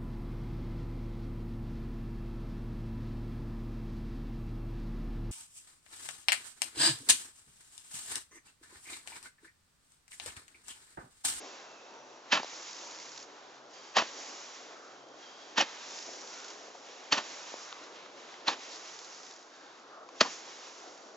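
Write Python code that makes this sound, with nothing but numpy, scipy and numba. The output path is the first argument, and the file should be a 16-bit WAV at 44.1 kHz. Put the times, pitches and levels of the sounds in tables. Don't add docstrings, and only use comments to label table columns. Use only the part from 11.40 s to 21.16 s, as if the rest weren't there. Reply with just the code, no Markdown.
import sys
import numpy as np
from scipy import signal
from scipy.fft import rfft, irfft, next_fast_len
from scipy.io import wavfile
from scipy.ndimage import uniform_filter1d
from numba import njit

SR = 44100
rng = np.random.default_rng(int(sys.argv[2]) if len(sys.argv) > 2 else 0)


def int16_out(signal):
    q = np.round(np.clip(np.atleast_2d(signal).T, -1, 1) * 32767)
    wavfile.write(sys.argv[1], SR, q.astype(np.int16))


def field_ratio(decibels):
    return 10 ** (np.asarray(decibels, dtype=float) / 20)


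N = 430416
SIZE = next_fast_len(N)
HZ = np.arange(SIZE // 2 + 1) * SR / SIZE + 1e-3
TIME = np.arange(N) / SR

# frequency_hz, level_db
NIGHT_COLOUR = [(18, -74), (30, -37), (162, -15.5), (328, -1.5), (857, -0.5), (1430, -3), (2350, -14.5),
                (3580, -12.5), (5990, -16), (7230, -23), (7750, -32), (8130, -55.5), (10600, -72),
                (17900, -120)]
# time_s, level_db
TRAFFIC_SWELL = [(0, -55), (.5, -57), (.85, -62), (1.2, -57), (1.9, -57), (2.45, -59), (2.75, -53),
                 (3.9, -59), (4.6, -53), (5.2, -55), (5.95, -53), (6.7, -61), (7.1, -51), (7.8, -62),
                 (8.5, -61), (8.9, -56), (9.76, -56)]
# frequency_hz, level_db
TRAFFIC_COLOUR = [(60, -47.5), (110, -21.5), (170, -23), (260, -1.5), (500, 3), (800, 1), (1100, -55.5)]
# start_s, length_s, level_db
ENGINE_REVS = [
    (.3, .8, -83),
    (1.45, .3, -82),
    (2.05, .3, -83),
    (3.2, .6, -88),
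]
# shot_s, fully_alight_after_s, fizz_db, starts_dying_after_s, dying_db_per_s, spitting_db
STARS = [
    (-.66, .3, -52, .72, 24, -6),
    (.925, .25, -49, .9, 250, -3),
    (2.568, .22, -48.5, .47, 27, -10),
    (4.18, .38, -48.5, .9, 22, -3),
    (5.724, .18, -50, .5, 30, -8),
    (7.08, .27, -51.5, .8, 42, -3),
    (8.809, .12, -53, .5, 9, -8),
]
# start_s, length_s, fizz_db,
# depth_db (of the lower layers)
POWDER = [(0, .25, -70, 12), (.3, .3, -69, 4), (.68, .14, -68, 1.1), (1.9, .27, -66, 4),
          (2.34, .23, -59, -.5), (3.12, .22, -68, 9), (3.46, .13, -70, 4), (4.95, .15, -66, 8),
          (7.2, .3, -66, 8), (3.8, .38, -61, 1.5), (5.15, .2, -66, 6), (5.47, .25, -59, 2.5),
          (5.85, .27, -64, 9), (8.98, .3, -68, 9), (6.3, .15, -64, 7), (6.56, .1, -64, 8.5),
          (6.79, .14, -60, 4), (6.94, .14, -63.5, 5), (8.14, .26, -67, 2.5), (8.79, .02, -59, 1.5),
          (8.86, .07, -48, -4), (.9, .02, -60, 4)]
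# frequency_hz, level_db
FIZZ_COLOUR = [(2800, -24), (3700, -19.5), (4500, 4), (5600, 10), (7100, 6.5), (7500, -3), (7800, -9),
               (8300, -40)]
# frequency_hz, level_db
BODY_COLOUR = [(1200, -17), (1600, 4), (2200, 4.5), (2900, 3.5), (4000, 3), (5200, -17), (7000, -60)]
# frequency_hz, level_db
ROAR_COLOUR = [(600, -26.5), (850, -1), (1100, -1), (1500, -5.5), (2100, -26), (3500, -64.5)]
# start_s, end_s, pitch_hz,
# width_hz, level_db
FLARES = [(0, .2, 2680, 200, -66), (.08, .52, 2670, 170, -66), (.4, .85, 2650, 220, -71),
          (.38, .9, 900, 70, -64), (1.401, 1.7, 960, 80, -64), (2.296, 2.55, 3270, 250, -67),
          (2.297, 2.547, 4850, 500, -65), (3.22, 3.62, 1300, 450, -59.5), (3.45, 3.8, 3200, 200, -72),
          (3.74, 4.18, 3250, 220, -63), (3.775, 4.17, 4770, 500, -68), (4.88, 5.15, 1450, 170, -58),
          (8.05, 8.4, 3650, 400, -71), (8.05, 8.4, 4550, 600, -71), (.45, .87, 5950, 300, -70),
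          (7.291, 7.384, 4480, 2500, -52.5), (7.289, 7.38, 900, 700, -62), (8.078, 8.36, 1600, 350, -64),
          (8.49, 8.68, 1215, 280, -57), (8.541, 8.663, 640, 356, -57.5), (5.93, 6.67, 1100, 900, -57.5),
          (0, .35, 1100, 600, -63), (6.3, 7.0, 430, 350, -62), (4.35, 4.65, 3590, 250, -62),
          (9.338, 9.546, 1390, 300, -65)]
# peak_s, level_db, rise_ms, fall_ms, depth_db (more bass, less treble)
PUFFS = [(0.925, -19.5, 5.3, 22.4, -5), (.950, -28, 6.7, 10, -1), (.975, -31, 14, 7, 2),
         (0.999, -41, 11, 5, 8.5), (2.568, -23.5, 6.3, 26.7, 0.1), (2.586, -27.5, 12, 12, -1.1),
         (2.596, -33.5, 4, 6, 6), (2.621, -36.5, 10.5, 4, 6), (4.18, -22.5, 5.3, 14.6, -3),
         (4.210, -25, 17, 11.7, -2.5), (4.222, -29, 4, 5, 2.5), (4.235, -47, 6, 3, 11),
         (5.724, -23, 4.2, 17.5, -1.5), (5.752, -40.5, 5, 2.7, 1.1), (5.78, -31.5, 12, 15, 0.6),
         (7.08, -27.5, 6.5, 22, 0.1), (7.114, -43, 5.7, 6, 1.1), (7.132, -38.5, 15, 9.5, 2.1),
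         (8.809, -19, 2.4, 8, -0.1), (8.813, -19.5, 1.5, 4, -1.5), (8.827, -33.5, 3, 10.5, 1.1),
         (8.848, -42, 2.5, 30, 7)]
# from_s, treble_db
BRIGHTNESS = [
    (.9, -3.5),
    (2.5, .5),
    (4.1, .1),
    (5.7, 2),
    (7.0, 1.5),
    (8.8, 2.5),
]
# frequency_hz, level_db
BLAST_COLOUR = [(24, -58.5), (40, -43), (271, 2.5), (422, -3.5), (787, 8.5), (1500, 1.5), (1870, 5.5),
                (2050, -1), (2620, 3), (6370, -5.5), (7440, -13.5), (8130, -50), (10600, -47.5),
                (17900, -120)]
# pitch_hz, width_hz, level_db
MUZZLE = [(760, 105, -9), (1170, 67, 2), (1700, 430, 1), (2610, 53, 3.5), (3090, 110, 5), (4500, 83, 6)]
# time_s, peak_db
CRACKS = [(0.9205, -17), (0.9222, -16), (0.9254, -12), (0.9273, -9), (0.9304, -10), (0.9325, -12),
          (0.9355, -14), (0.9374, -14), (0.9394, -15), (0.9442, -17), (0.9474, -18), (0.9496, -17),
          (0.951, -18), (0.953, -19), (0.9569, -19), (2.5691, -12), (2.5736, -12), (2.5763, -12),
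          (2.5837, -14), (2.5912, -15), (2.5954, -17), (2.5968, -19), (2.5994, -20), (2.6025, -21),
          (2.6071, -21), (2.6227, -22), (4.1762, -18), (4.1781, -12), (4.1823, -12), (4.1867, -15),
          (4.1922, -18), (4.1957, -17), (4.1976, -17), (4.2023, -15), (4.2076, -14), (4.2097, -12),
          (4.2141, -15), (4.2206, -18), (4.2232, -20), (4.2278, -21), (4.2293, -23), (5.7192, -19),
          (5.7232, -13), (5.7284, -12), (5.7316, -13), (5.7339, -14), (5.7438, -21), (5.747, -22),
          (5.7526, -22), (7.0761, -21), (7.0828, -14), (7.0858, -15), (7.0886, -17), (7.0912, -20),
          (7.093, -19), (7.0967, -19), (7.1048, -24), (8.8084, -9), (8.8139, -6), (8.8182, -11)]
# start_s, end_s, pitch_hz, width_hz, level_db
BARKS = [(.921, .936, 2620, 606, -36), (.926, .937, 845, 300, -31), (2.564, 2.580, 800, 300, -25),
         (2.580, 2.590, 2220, 600, -28.5), (4.178, 4.188, 2850, 600, -30.5), (4.200, 4.218, 750, 250, -29),
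         (5.719, 5.727, 3120, 300, -33.5), (5.725, 5.732, 4500, 350, -26), (7.078, 7.089, 4250, 700, -29),
         (8.807, 8.817, 4600, 900, -22), (8.809, 8.816, 1320, 250, -30), (8.808, 8.822, 575, 150, -31),
         (8.806, 8.818, 915, 150, -32), (8.806, 8.817, 3290, 300, -27), (8.842, 8.875, 1050, 500, -43),
         (.925, .945, 1720, 200, -33), (.96, .985, 1300, 500, -39), (2.566, 2.578, 1910, 300, -30),
         (2.578, 2.598, 4670, 350, -36), (2.586, 2.598, 5700, 400, -38), (4.177, 4.19, 5820, 400, -34),
         (4.195, 4.222, 3070, 300, -32), (4.205, 4.222, 5800, 500, -36), (4.178, 4.187, 760, 300, -30),
         (5.727, 5.737, 1400, 600, -34), (5.778, 5.79, 2800, 500, -39), (5.778, 5.79, 1000, 300, -38),
         (7.078, 7.092, 3560, 300, -33), (7.078, 7.095, 920, 200, -33)]
# time_s, peak_db, pitch_hz, ring_t60_ms
THUMPS = [
    (0.926, -27.5, 237, 34),
    (2.566, -53, 323, 51),
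    (5.725, -22, 300, 40),
    (7.079, -34, 296, 44),
    (8.81, -23, 325, 45),
    (8.812, -21, 220, 28),
]
# time_s, peak_db, pitch_hz, ring_t60_ms
KNOCKS = [(1.0309, -25, 870, 8), (1.0443, -28, 657, 8), (1.1315, -36, 800, 6), (4.6805, -37, 600, 7),
          (4.6897, -30, 650, 7), (4.7712, -38, 550, 7), (5.2394, -38, 550, 8), (5.3478, -35.5, 800, 7),
          (5.352, -35, 750, 8), (6.119, -37, 600, 6), (6.1397, -24, 650, 5.5), (6.3262, -30, 1230, 7),
          (6.413, -40, 563, 8), (6.5847, -39, 1400, 6), (6.6605, -37, 1250, 8), (8.6888, -38, 1045, 14),
          (1.0311, -28, 4720, 7), (1.0444, -34, 3930, 6), (6.3257, -25.5, 3700, 3.5),
          (6.3262, -31, 2300, 4), (6.9406, -35, 1920, 5), (6.9406, -38, 2900, 4), (8.6882, -42, 2410, 6),
          (1.8265, -37, 5200, 6), (1.8285, -38, 6800, 6), (6.5592, -41, 5500, 4), (7.7162, -39, 5800, 4),
          (1.7585, -38, 5600, 4)]
# time_s, peak_db
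SPARKS = [(1.2244, -33), (1.3114, -34), (1.3317, -34), (1.3658, -34), (1.3883, -34), (1.4134, -34),
          (1.4719, -35), (1.5118, -34), (1.6002, -32), (1.6175, -36), (1.6271, -33), (1.6546, -35),
          (1.6601, -38), (1.6921, -35), (1.7191, -33), (1.7298, -36), (1.7621, -34), (1.7771, -28),
          (1.7918, -35), (1.8002, -34), (1.8087, -41), (1.8269, -35), (1.8324, -43), (1.8425, -41),
          (3.6861, -45), (4.5085, -32), (4.575, -32), (4.5881, -27), (4.6256, -31), (4.6649, -33),
          (4.7343, -35), (4.8112, -35), (4.8163, -35), (4.8746, -31), (4.9402, -34), (4.9876, -34),
          (5.0026, -33), (5.045, -30), (5.0821, -32), (5.1027, -31), (6.4399, -38), (7.59, -30),
          (7.6465, -34), (7.654, -35), (7.8027, -38), (7.832, -36), (7.8655, -35), (7.9106, -33),
          (7.9224, -39), (7.9386, -38), (7.9628, -38), (7.9732, -42), (7.992, -43), (8.027, -42),
          (8.4215, -49), (8.6888, -41), (9.3788, -39), (9.4329, -42), (9.5763, -42), (9.67, -44)]
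# frequency_hz, level_db
SPARK_COLOUR = [(600, -43), (1500, -3), (3000, -2), (5500, 2), (7200, -1), (7800, -18), (8200, -61)]
# frequency_hz, likeness (0 to 1)
LIKENESS = [(60, .85), (200, .97), (700, .81), (1150, .7), (1700, .5), (3300, .36), (5700, .45),
            (7200, .75), (7900, .2)]
# frequency_hz, lead_radians
LEAD = [(100, .05), (350, .25), (700, .55), (1150, .75), (2400, .95), (3300, .9), (4400, .45), (7100, -.15)]
# frequency_hz, tilt_db
TILT = [(60, .1), (180, 1.4), (700, 1.3), (1150, .8), (1700, -.5), (2600, -2.5), (4400, -1.6), (7680, -.7)]

DIRECT_SIDE_DB = -12


def on_hz(points):
    hz, value = np.transpose(points)
    return np.interp(np.log(HZ), np.log(hz + 1), value)


def bell(hz, width_hz):
    return 1 / np.sqrt(1 + ((HZ - hz ** 2 / HZ) / width_hz) ** 2)


def colour(x, gain):
    return irfft(rfft(x, SIZE) * gain / np.sqrt(np.mean(gain ** 2)), SIZE)[..., :N]


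def hiss():
    return rng.standard_normal((2, N))


def widen(sound, side_db):
    return sound * [[1], [field_ratio(side_db)]]


def grit(rate, scatter_db):
    odds = np.minimum(rng.exponential(size=N), 3)
    hits = rng.random(N) < rate / SR
    size = uniform_filter1d(field_ratio(scatter_db * odds) * hits, size=9)
    return hiss() * size / np.sqrt(np.mean(size ** 2))


def walk(rate):
    hold = int(SR / rate)
    steps = np.repeat(rng.standard_normal(N // hold + 1), hold)
    return 1.3 * uniform_filter1d(uniform_filter1d(steps, hold), hold)[:N]


def spells(rows, edge_db_per_s, floor_db):
    power = field_ratio(2 * floor_db)
    for start, length, db in rows:
        outside_s = np.maximum(np.maximum(start - TIME, TIME - start - length), 0)
        power = power + field_ratio(2 * (db - edge_db_per_s * outside_s))
    return np.sqrt(power)


@njit
def moving_bandpass(x, hz, width):
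    y, band, low = np.empty(len(x)), 0., 0.
    for i in range(len(x)):
        g, k = np.tan(np.pi * hz[i] / SR), width / hz[i]
        v = (band + g * (x[i] - low)) / (1 + g * (g + k))
        band, low, y[i] = 2 * v - band, low + 2 * g * v, k * v
    return y


def tube(rows, sag, taper, side_db, waver=0):
    out = np.zeros((2, N))
    drift, flutter = 1 + waver * walk(14), field_ratio(60 * waver * walk(22))
    for start, end, hz, width_hz, db in rows:
        first, size = int(max(start, 0) * SR), int((end - start) * SR)
        centre = np.linspace(hz, hz * (1 - sag), size) * drift[first:first + size]
        air = rng.standard_normal((2, size))
        for _ in range(2):
            air = np.array([moving_bandpass(x, centre, 1. * width_hz) for x in air])
        swell = signal.windows.tukey(size, min(taper, 1))
        out[:, first:first + size] += field_ratio(db) * swell * air / np.std(air)
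    return widen(out * flutter, side_db)


def rings(rows, rough, onset_ms):
    out, t = np.zeros((2, N + 4000)), TIME[:4000]
    for s, db, hz, t60_ms in rows:
        shape = field_ratio(db - 60000 * t / t60_ms) * (1 - np.exp(-1000 * t / onset_ms))
        grain = 1 + rough * uniform_filter1d(rng.standard_normal((2, len(t))), size=5)
        ring = shape * np.sin(2 * np.pi * hz * t) * grain
        out[:, int(s * SR):][:, :len(t)] += widen(ring, DIRECT_SIDE_DB)
    return out[:, :N]


def snaps(rows, length_ms, more_db, bounce_db, spectrum):
    bounce_ms, bounce_t60_ms = 2.4, 14
    out, t = np.zeros((2, N)), TIME[:600]
    front = np.linspace(1, -1, int(length_ms * SR / 1000))
    late_ms = 1000 * t - bounce_ms
    bounce = field_ratio(bounce_db - 60 * late_ms / bounce_t60_ms) * (late_ms > 0)
    for s, db in rows:
        snap = rng.standard_normal((2, len(t))) * bounce
        snap[:, :len(front)] = front * np.sign(rng.standard_normal((2, 1)))
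        first = int(s * SR) - len(front) // 2
        out[:, first:][:, :len(t)] += widen(field_ratio(db + more_db) * snap, DIRECT_SIDE_DB)
    return colour(out, field_ratio(on_hz(spectrum)))


def night():
    floor = field_ratio(-58 + .8 * walk(14)) * colour(hiss(), field_ratio(on_hz(NIGHT_COLOUR)))
    swell_db = np.interp(TIME, *np.transpose(TRAFFIC_SWELL)) - 4.5
    swell = field_ratio(swell_db + 2.0 * walk(9) + 1.2 * walk(25))
    traffic = swell * colour(hiss(), field_ratio(on_hz(TRAFFIC_COLOUR)))
    hum_hz, width_hz = 133.2, 4.3
    hum = spells(ENGINE_REVS, 60, -96) * colour(hiss(), bell(hum_hz, width_hz) ** 2)
    return floor + traffic + hum


def powder(deep, more_db, ember_db):
    rows = [(s, length, db + deep * depth_db + more_db) for s, length, db, depth_db in POWDER]
    return spells(rows, 170, ember_db)


def burning():
    stars = np.array(STARS)
    latest = np.searchsorted(stars[:, 0], TIME) - 1
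    shot, alight, db, dying, dying_db_per_s, spit_db = stars[latest].T
    age = TIME - shot
    lit_db = db - dying_db_per_s * np.maximum(age - dying, 0)
    fizz = lit_db - np.where(age < alight, 24 * (alight - age), 7.5 * (age - alight))
    body = lit_db - 1.8 - 7.5 * age
    roar = lit_db - 6 - 6 * age
    below = powder(0, 0, -73), powder(1, 0, -73), powder(1, -5, -65)
    levels = [10 * np.log10(field_ratio(2 * a) + b ** 2) for a, b in zip((fizz, body, roar), below)]
    crackle = -10.5 + spit_db + 6 * np.minimum(age, dying)
    return *levels, crackle


def star():
    fizz_db, body_db, roar_db, crackle_db = burning()
    spitting = field_ratio(crackle_db) * grit(900, 5.0)
    burn = (hiss() + spitting) / np.sqrt(1 + field_ratio(2 * crackle_db)) * field_ratio(.7 * walk(30))
    fizz = colour(burn * field_ratio(fizz_db - 1.03), field_ratio(on_hz(FIZZ_COLOUR)))
    body = colour(burn * field_ratio(body_db - 1.0), field_ratio(on_hz(BODY_COLOUR)))
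    roar = colour(hiss() * field_ratio(roar_db - 2.5 + 0.63 * walk(12)), field_ratio(on_hz(ROAR_COLOUR)))
    return widen(fizz + body, -5) + roar


def flares():
    return tube(FLARES, .015, 0.55, -3, waver=.011)


def ground_return(direct):
    t60_s, level_db = 0.23, -18
    t = TIME[:SR // 2]
    tail = rng.standard_normal((2, len(t))) * field_ratio(-60 * t / t60_s) * (t > .012)
    tail = widen(tail * field_ratio(level_db) / np.sqrt(np.sum(tail[0] ** 2)), -7)
    return signal.fftconvolve(direct[:1], tail, axes=1)[:, :N]


def lift_charges():
    muzzle_db = sum(db * bell(hz, width) ** 2 for hz, width, db in MUZZLE)
    gain = field_ratio(on_hz(BLAST_COLOUR) + muzzle_db)
    jet = rfft(hiss() + .35 * grit(2000, 3.0), SIZE) * gain / np.sqrt(np.mean(gain ** 2))
    flow = np.zeros((3, N))
    for s, db, rise_ms, fall_ms, depth_db in PUFFS:
        bright_db = [treble_db for start, treble_db in BRIGHTNESS if start < s][-1]
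        span = slice(int((s - .05) * SR), int((s + .3) * SR))
        bands = [(depth_db, 2.5), (0, 0), (bright_db - .1 * depth_db, 0)]
        for band, (band_db, late_ms) in enumerate(bands):
            ms = (TIME[span] - s) * 1000 - late_ms
            puff = np.exp(2 * np.where(ms < 0, ms / rise_ms, -ms / fall_ms))
            flow[band, span] += field_ratio(2 * (db + band_db)) * puff
    bass, treble = 1 / (1 + (HZ / 1300) ** 4), 1 - 1 / (1 + (HZ / 3700) ** 6)
    shares = (bass, 1 - bass - treble, treble)
    direct = sum(np.sqrt(f) * irfft(jet * share, SIZE)[:, :N] for f, share in zip(flow, shares))
    return widen(direct, DIRECT_SIDE_DB) + ground_return(direct)


def cracks():
    return snaps(CRACKS, .17, -9, -22, BLAST_COLOUR)


def barks():
    return tube(BARKS, .06, 0.78, DIRECT_SIDE_DB)


def thumps():
    return signal.sosfilt(signal.butter(4, 130, "high", fs=SR, output="sos"), rings(THUMPS, .05, 3.3))


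def knocks():
    struck = rings([(s + .0007, *rest) for s, *rest in KNOCKS], 0.35, 0.15)
    return signal.sosfilt(signal.butter(4, [260, 7000], "band", fs=SR, output="sos"), struck)


def lone_sparks():
    return snaps(SPARKS, .12, -2.5, -11.5, SPARK_COLOUR)


def ports(sound):
    common, differing = rfft(sound, SIZE)
    alike = np.clip(on_hz(LIKENESS), 0, 1)
    common = common * np.sqrt((1 + alike) / 2)
    differing = differing * np.sqrt((1 - alike) / 2)
    skew = field_ratio(on_hz(TILT) / 2) * np.exp(.5j * on_hz(LEAD))
    left, right = (common + differing) * skew, (common - differing) / skew
    return 1.348 * irfft(np.array([left, right]), SIZE)[:, :N]


def scene():
    burn = star() + flares() + lone_sparks()
    shots = lift_charges() + cracks() + barks() + thumps()
    return ports(night() + burn + shots + knocks())


def band_limit(x):
    return signal.sosfilt(signal.butter(12, 8280, fs=SR, output="sos"), x)


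def record(dry):
    top = signal.sosfilt(signal.ellip(10, .2, 80, 7800, fs=SR, output="sos"), dry)
    band = signal.sosfilt(signal.butter(2, 110, "high", fs=SR, output="sos"), top)
    mix = band + field_ratio(-99) * rng.standard_normal(dry.shape)
    return band_limit(mix)


dry = scene()
out = record(dry)
int16_out(out)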